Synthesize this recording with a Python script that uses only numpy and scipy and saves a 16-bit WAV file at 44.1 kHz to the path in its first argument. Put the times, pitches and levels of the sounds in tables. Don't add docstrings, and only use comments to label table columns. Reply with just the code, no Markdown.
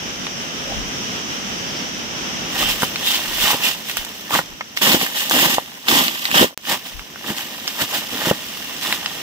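import sys
import numpy as np
from scipy import signal
from scipy.fft import rfft, irfft, next_fast_len
from scipy.io import wavfile
from scipy.ndimage import uniform_filter1d

SR = 44100
rng = np.random.default_rng(int(sys.argv[2]) if len(sys.argv) > 2 else 0)


def output_pcm(signal):
    pcm = np.clip(np.atleast_2d(signal).T, -1, 1) * 32767
    wavfile.write(sys.argv[1], SR, np.round(pcm).astype(np.int16))


N = 406602
T = np.arange(N) / SR

# (time [s], level [dB])
HISS_LEVEL = [(0, -28.5), (.7, -27), (2.4, -26.5), (2.9, -29.5), (3.8, -35), (4.2, -36), (4.7, -39),
              (5.7, -41.5), (6.5, -47), (7, -39.5), (9.2, -35)]
# (frequency [Hz], density [dB per Hz])
FOREST_SPECTRUM = [(18, -36), (30, -16), (123, -6), (225, 1.5), (332, -5), (1110, -13), (2360, -11.5),
                   (3070, -6.5), (4310, -18.5), (5740, -11), (7460, -25), (9680, -27.5), (11300, -37),
                   (12900, -28.5), (15500, -32)]
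# (frequency [Hz], correlation [-1 to 1])
FOREST_LIKENESS = [(60, 0.47), (300, 0.73), (520, 0.44), (850, -0.11), (1450, -0.34), (2200, 0.0087),
                   (15000, -0.042)]

# (time [s], starting level [dB], pitch [Hz], splinters against the wood [dB])
TWIG_SNAPS = [(0.268, -14.5, 2480, -25), (2.8217, -10, 1500, 0), (2.831, -6, 950, -6),
              (2.8405, -18, 1200, 9), (2.9592, -10, 3050, -24), (3.145, -11, 3300, -15),
              (3.478, -19, 1000, -20), (3.8973, -12, 2000, 1), (3.970, -8.5, 1880, 6),
              (4.049, -16, 3000, 22), (4.308, -13.5, 1190, -6), (4.352, -7.5, 1310, -15),
              (4.39, -7, 1380, -5), (4.609, -13, 1480, -30), (4.7732, -7, 2970, -14),
              (4.815, -21, 2400, -12), (4.918, -4, 3000, -12), (5.013, -12.5, 1590, -16),
              (5.064, -14.5, 1730, -17), (5.297, -6, 6000, 5), (5.311, -6, 1250, 1), (5.884, -2, 2860, -10),
              (6.081, -6, 3400, -5), (6.2537, -5.5, 3040, -7), (6.314, -8, 2530, -5),
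              (6.653, -20, 3000, -8), (6.994, -20.5, 2420, -18), (7.159, -24.5, 1440, -15),
              (7.678, -8, 4000, -17), (7.821, -15, 1950, 7), (8.926, -4.5, 2500, -4),
              (9.06, -8.5, 3150, -17)]
SNAP_T60_S, THIN_DIES_SOONER = 0.02, 0.54
SNAP_CRACK_DB = -3

# (time [s], lead of the right [ms])
WALKER_BEARING = [(2.5, 0.085), (4.3, .11), (4.85, 0.18), (5.45, 0.18), (6.4, .29), (6.7, 0.085),
                  (7.6, 0.12), (9.2, 0.073)]
WALKER_PAN_DB = -1.5
ECHO_MS, ECHO_PER_LEAD, ECHO_DB = 1.7, 3.5, -25

# (middle [s], half-length to 1/e [s], level [dB], pitch [Hz])
SCUFFS = [(0.702, 0.041, -31.5, 654), (2.62, 0.049, -40, 1860), (2.65, 0.056, -23.5, 3000),
          (3.11, 0.076, -20.5, 3420), (3.49, 0.067, -24, 980), (3.654, 0.034, -21, 2790),
          (4.346, .024, -21, 1130), (4.906, .043, -30, 280), (5.45, 0.079, -31.5, 314),
          (5.974, 0.056, -24, 960), (6.378, 0.048, -18.5, 3080), (6.724, 0.055, -34, 1000)]
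SCUFF_WIDTH_HZ = 330

# (middle [s], half-length to 1/e [s], nominal level [dB])
AIR_PUFFS = [(0.782, 0.1, -32), (2.68, 0.099, -34.5), (3.323, .05, -37), (3.437, 0.031, -32),
             (4.004, 0.028, -34), (4.53, 0.043, -44), (6.98, 0.038, -32.5)]
# (middle [s], peak [dB], pitch [Hz])
BIRD_CHIRPS = [(1.59, -35, 5250), (1.69, -33.5, 5300), (1.785, -32, 5250)]

# (time [s], nominal level of the leaves [dB])
UNDERGROWTH_STIR = [(2.45, -29), (2.75, -27), (2.92, -32.5), (3.25, -25), (3.8, -32.5), (4.25, -35),
                    (4.7, -44), (5.08, -27), (5.5, -20.5), (5.65, -36.5), (5.82, -37), (6.08, -25),
                    (6.28, -24.5), (6.55, -49), (6.85, -36.5), (7.1, -40), (7.45, -31), (9.2, -29)]
# (start [s], rise [s], hold [s], nominal level of crackling leaves [dB],
# weight: pressed litter against the leaves [dB])
STEPS = [(2.515, 0.091, 0.024, -17.5, -10), (2.659, 0.038, 0.0093, -16.5, -19),
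         (2.787, 0.029, 0.023, -20.5, -12), (3.325, 0.1, 0.092, -14, -21),
         (3.595, 0.052, 0.038, -15.5, -20), (4.301, 0.042, .033, -15.5, -6),
         (4.812, 0.0054, .13, -13, -9.5), (4.953, 0.058, 0.027, -17, -13.5),
         (5.306, .005, 0.084, -15.5, -9), (5.362, 0.037, 0.058, -13.5, -8.5),
         (5.474, 0.025, 0.045, -17, -12), (5.869, 0.019, 0.11, -12.5, -12), (5.987, 0.034, 0.048, -20, -6),
         (6.316, .04, 0.074, -11.5, -6), (6.655, 0.042, 0.032, -16.5, -13.5),
         (7.229, 0.059, 0.023, -23, -4.5), (7.338, 0.034, 0.035, -25.5, -17),
         (7.766, 0.046, 0.0097, -17, -8), (7.875, 0.073, 0.024, -19, -13.5), (8.088, .04, 0.11, -25.5, -8),
         (8.211, 0.05, 0.034, -18.5, -7), (8.795, 0.034, 0.12, -22, -12.5)]
# (start [s], rise [s], hold [s], nominal level of leaves [dB])
LEG_BRUSHES = [(3.008, 0.057, 0.092, -18.5), (3.857, 0.031, .008, -23.5), (3.954, .015, 0.011, -23.5),
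               (4.76, 0.0089, 0.0065, -23.5), (5.14, 0.028, 0.047, -20), (6.837, .03, .01, -30.5),
               (7.655, 0.017, 0.017, -26)]
BRUSH_WEIGHT_DB, STIR_WEIGHT_DB = -26.5, -13.5
RISE_DB = 14.5
SINK_DB_PER_S = 26
FALL_DB_PER_S, FALL_FOLLOWS = 478, 0.32
STALK_DB, STALK_FOLLOWS = -5, 0.38
LEAF_SPREAD_DB, LEAF_T60_S = 1.8, .0077

# (frequency [Hz], density [dB per Hz])
LITTER_SPECTRUM = [(30, -44), (80, -15), (120, -12), (180, -2.5), (260, 3), (370, -3.5), (520, -9.5),
                   (800, -10), (1500, -37)]
# (frequency [Hz], density [dB per Hz])
STALK_SPECTRUM = [(60, -50), (250, -25), (450, -4), (600, -1), (1050, 3.5), (1450, -3.5), (1900, 5),
                  (2300, -17), (3200, -13.5), (6000, -44)]
# (frequency [Hz], density [dB per Hz])
LEAF_SPECTRUM = [(200, -82), (1000, -24), (1900, -8.5), (2400, -8), (2850, -1.5), (3400, -2), (4200, -9.5),
                 (5100, -9), (6500, -11.5), (8000, -11.5), (10500, -13), (13000, -9.5), (15500, -10.5)]

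# (time [s], starting level before the band-pass [dB], pitch [Hz])
HEEL_KNOCKS = [(2.830, -13, 210), (3.532, -13, 694), (3.543, -15.5, 286), (4.392, -17, 300),
               (4.945, -7, 328), (5.364, -10.5, 750), (5.5826, -3.5, 790), (6.412, -10, 343),
               (6.427, -3.5, 505), (6.443, -6.5, 403), (6.508, -32, 700), (6.527, -34, 600),
               (7.303, -16.5, 190), (7.821, -19.5, 170), (8.271, -13, 240), (8.311, -10.5, 170),
               (8.3121, -3, 550)]
KNOCK_CYCLES = 13.3
# (time [s], peak [dB])
WING_BEATS = [(5.608, -40), (5.678, -33), (5.718, -28.5), (5.762, -37)]

DIP_S, DIP_DB = .031, -39
TICK_S, TICK_DB = 6.5762, 4
# (frequency [Hz], width [Hz])
MIC_NOTCHES = [(8950, 730), (11300, 1270)]
CUTOFF_HZ = 15550


def from_db(db):
    return 10 ** (np.asarray(db) / 20)


def rms_one(x):
    return x / np.sqrt(np.mean(x ** 2) + 1e-20)


def in_time(rows):
    s, *columns = np.transpose(rows)
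    return [np.interp(T, s, column) for column in columns]


def at_hz(points, hz):
    f, value = np.transpose(points)
    return np.interp(np.log(hz + 1), np.log(f), value)


def colour(x, spectrum, size=4096):
    spectrum_db = at_hz(spectrum, np.fft.rfftfreq(size, 1 / SR))
    cepstrum = irfft(np.log(from_db(spectrum_db)))
    cepstrum[1:size // 2] *= 2
    cepstrum[size // 2 + 1:] = 0
    response = irfft(np.exp(rfft(cepstrum)))
    return signal.oaconvolve(x, response[None], axes=1)[:, :N]


def band(x, low_hz, high_hz, order=2):
    edges = [low_hz, min(high_hz, SR / 2 - 1000)]
    return signal.sosfilt(signal.butter(order, edges, "band", fs=SR, output="sos"), x)


def drift(rate):
    chances = rng.standard_normal(N // 20)
    return rms_one(np.interp(T * rate, np.arange(N // 20), chances))


def fade(t60, size=4096):
    t = T[:size]
    return t, np.exp(-np.log(1000) * t / t60)


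def add(track, s, sound):
    i = int(s * SR)
    track[..., i:i + sound.shape[-1]] += sound[..., :N - i]


def starting_at(db, sound, envelope):
    return from_db(db) * rms_one(sound) * np.sqrt(np.mean(envelope ** 2))


def forest(insect_db, insect_hz, insect_width_hz):
    size = next_fast_len(N)
    alike = np.clip(at_hz(FOREST_LIKENESS, np.fft.rfftfreq(size, 1 / SR)), -.9, .9)
    mid, side = rfft(rng.standard_normal((2, size)))
    air = irfft(mid + np.sqrt((1 - alike) / (1 + alike)) * side * [[1], [-1]], size)[:, :N]
    foliage = rms_one(colour(air, FOREST_SPECTRUM)) * from_db(0.95 * drift(12))

    half_width = insect_width_hz / 2
    insects = rms_one(band(rng.standard_normal((2, N)), insect_hz - half_width, insect_hz + half_width))
    insects = insects * from_db(insect_db + 1.0 * drift(11))
    return from_db(in_time(HISS_LEVEL)[0]) * (foliage + insects)


def twigs(tone_db, crack_db):
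    out = np.zeros(N)
    for s, db, hz, splinter_db in TWIG_SNAPS:
        t, envelope = fade(SNAP_T60_S * (hz / 1000) ** -THIN_DIES_SOONER)
        burst = rms_one(rng.standard_normal(len(t)) * envelope)
        crack = rms_one(band(1.0 * (t == 0), hz / 3.14, hz * 1.28, order=2))
        tone = rms_one(np.sin(2 * np.pi * hz * t) * envelope ** 2)
        wood = rms_one(band(burst, hz / 1.42, hz * 1.55)) + from_db(tone_db) * tone
        splinters = rms_one(band(burst, 3000, 19600, order=1))
        snap = wood + from_db(crack_db) * crack + from_db(splinter_db) * splinters
        add(out, s, starting_at(db, snap, envelope))
    return out


def place(x, shade_hz):
    lead_ms, = in_time(WALKER_BEARING)
    echo_ms = ECHO_MS - ECHO_PER_LEAD * lead_ms
    dull = signal.sosfilt(signal.butter(1, 3500, fs=SR, output="sos"), x)
    echo = np.array([np.interp(T - echo_ms / 1000, T, channel) for channel in dull])
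    x = x + from_db(ECHO_DB) * echo

    highs = signal.sosfilt(signal.butter(1, shade_hz, "high", fs=SR, output="sos"), x)
    pan = from_db([[WALKER_PAN_DB / 2], [-WALKER_PAN_DB / 2]])
    left, right = x + highs * (pan - 1)
    return np.array([np.interp(T - lead_ms / 1000, T, left), right])


def trees(x, wet_db, t60):
    t, envelope = fade(t60, size=16384)
    echo = band(rng.standard_normal((2, len(t))), 890, 16000, order=1) * envelope
    echo = echo * (t > .003)
    echo /= np.sqrt(np.sum(echo ** 2, axis=1, keepdims=True))
    return from_db(wet_db) * signal.oaconvolve(x, echo, axes=1)[:, :N]


def scuffs(grain_db):
    rubbing = rng.standard_normal(N) * from_db(grain_db * drift(400))
    out = np.zeros(N)
    for s, length, db, hz in SCUFFS:
        width = SCUFF_WIDTH_HZ * np.sqrt(hz / 1000)
        swell = np.exp(-((T - s) / length) ** 2)
        out += from_db(db) * swell * rms_one(band(rubbing, hz - width / 2, hz + width / 2))
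    return out


def puffs():
    swell = sum(from_db(db) * np.exp(-((T - s) / length) ** 2) for s, length, db in AIR_PUFFS)
    rumble = rms_one(band(rng.standard_normal((2, N)), 29, 60))
    return swell * rumble * from_db([[2], [-4]])


def bird(length_s, width_hz):
    waver = 2 * np.pi * np.cumsum(width_hz * drift(1100)) / SR
    out = np.zeros(N)
    for s, db, hz in BIRD_CHIRPS:
        swell = np.exp(-((T - s) / length_s) ** 2)
        out += from_db(db) * swell * np.sin(2 * np.pi * hz * T + waver)
    return out


def press(s, rise_s, hold_s, db, weight_db):
    t = T[::32] - s
    fall = FALL_DB_PER_S * from_db(FALL_FOLLOWS * weight_db)
    rising_db = RISE_DB * np.minimum(t / rise_s - 1, 0)
    falling_db = fall * np.maximum(t - rise_s - hold_s, 0)
    leaf_db = np.maximum(db + rising_db - falling_db, -120)
    return leaf_db, weight_db + SINK_DB_PER_S * np.clip(t - rise_s, 0, hold_s)


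def tread():
    contacts = [press(*row) for row in STEPS]
    contacts += [press(*row, BRUSH_WEIGHT_DB) for row in LEG_BRUSHES]
    contacts.append((in_time(UNDERGROWTH_STIR)[0][::32], STIR_WEIGHT_DB))
    power = 0
    for leaf_db, weight_db in contacts:
        litter_db = leaf_db + weight_db
        stalk_db = leaf_db + STALK_DB + STALK_FOLLOWS * weight_db
        power = power + from_db([litter_db, stalk_db, leaf_db]) ** 2
    return [np.interp(T, T[::32], 10 * np.log10(p)) for p in power]


def fractures(per_s, spread_db, t60, clump_db, scatter_ms, count=5):
    out = np.zeros((2, N))
    rate = per_s * from_db(clump_db * drift(150)) / count / SR
    for direction in np.linspace(-1, 1, count):
        sizes = from_db(spread_db * np.minimum(np.abs(rng.standard_normal(N)), 2.8))
        sizes = sizes * (rng.random(N) < rate)
        energy = signal.lfilter([1], [1, -from_db(-120 / (t60 * SR))], sizes ** 2 + 1e-12)
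        bursts = np.sqrt(energy) * rng.standard_normal(N)
        out += [bursts, np.roll(bursts, round(scatter_ms * direction / 1000 * SR))]
    return out


def crush(level_db, grains, spectrum, flutter_db):
    x = colour(grains, spectrum)
    steady = np.sqrt(uniform_filter1d(np.mean(x ** 2, axis=0), size=1400) + 1e-12)
    return x / steady * from_db(level_db + flutter_db * drift(70))


def footsteps():
    litter_db, stalk_db, leaf_db = tread()
    walking = np.clip((T - UNDERGROWTH_STIR[0][0]) / 0.11, 0, 1)
    effort = from_db(.5 * (leaf_db + 20.5))
    pressed = fractures(1200 * effort, 2.5, 0.012, 1.4, .05, count=3)
    litter = crush(litter_db - 4.0, pressed, LITTER_SPECTRUM, flutter_db=3.5)
    cracked = fractures(1100 * effort, 3.6, 0.018, 2.7, .1)
    stalks = crush(stalk_db, cracked, STALK_SPECTRUM, flutter_db=2.6)
    crumbled = fractures(6000 * effort, LEAF_SPREAD_DB, LEAF_T60_S, 1.5, .12, count=8)
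    leaves = crush(leaf_db - 1.23, crumbled, LEAF_SPECTRUM, flutter_db=0.66)
    breaks = band(fractures(220 * effort, 3.2, 0.02, 3, .09), 1300, 8400, order=1)
    stiff_leaves = crush(leaf_db - 8.0, breaks, LEAF_SPECTRUM, flutter_db=1.5)
    return walking * (litter + stalks + leaves + stiff_leaves)


def heels(grit_db):
    out = np.zeros(N)
    for s, db, hz in HEEL_KNOCKS:
        t, envelope = fade(KNOCK_CYCLES / hz)
        grit = band(rng.standard_normal(len(t)) * envelope, hz / 1.6, hz * 2)
        swings = rms_one(np.sin(2 * np.pi * hz * t) * envelope ** 2)
        knock = swings + from_db(grit_db) * rms_one(grit)
        add(out, s, starting_at(db, knock, envelope))
    return band(out, 165, 4500, order=1)


def rooster(t60):
    out = np.zeros(N)
    for s, db in WING_BEATS:
        t, envelope = fade(t60)
        slap = band(rng.standard_normal(len(t)) * envelope, 660, 2400)
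        add(out, s, from_db(db) * slap / np.abs(slap).max())
    return out


def dip_and_tick(x):
    dipping = (T > TICK_S - DIP_S) & (T < TICK_S)
    out = x * from_db(DIP_DB * dipping)
    add(out, TICK_S, from_db(TICK_DB) * fade(0.00011, size=64)[1])
    return out


def scene():
    contact = footsteps() + scuffs(grain_db=3.0)
    knocks = twigs(tone_db=-15, crack_db=SNAP_CRACK_DB) + heels(grit_db=-3)
    walker = place(contact + knocks, shade_hz=450)
    near = walker + rooster(t60=0.031) + bird(length_s=0.046, width_hz=500)
    hiss = forest(insect_db=-8.5, insect_hz=5720, insect_width_hz=910) * from_db([[-.4], [.4]])
    air = hiss + puffs()
    return dip_and_tick(near + trees(near, wet_db=-10.0, t60=0.05) + air)


def record(dry):
    for hz, width_hz in MIC_NOTCHES:
        dry = signal.lfilter(*signal.iirnotch(hz, hz / width_hz, fs=SR), dry)
    dry = dry + band(dry, 13000, 14000, order=1) * (from_db([[-1.5], [2.0]]) - 1)
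    top_cut = signal.ellip(10, .2, 80, CUTOFF_HZ, fs=SR, output="sos")
    return signal.sosfilt(top_cut, np.clip(dry, -.95, .95))


dry = scene()
out = record(dry)
output_pcm(out)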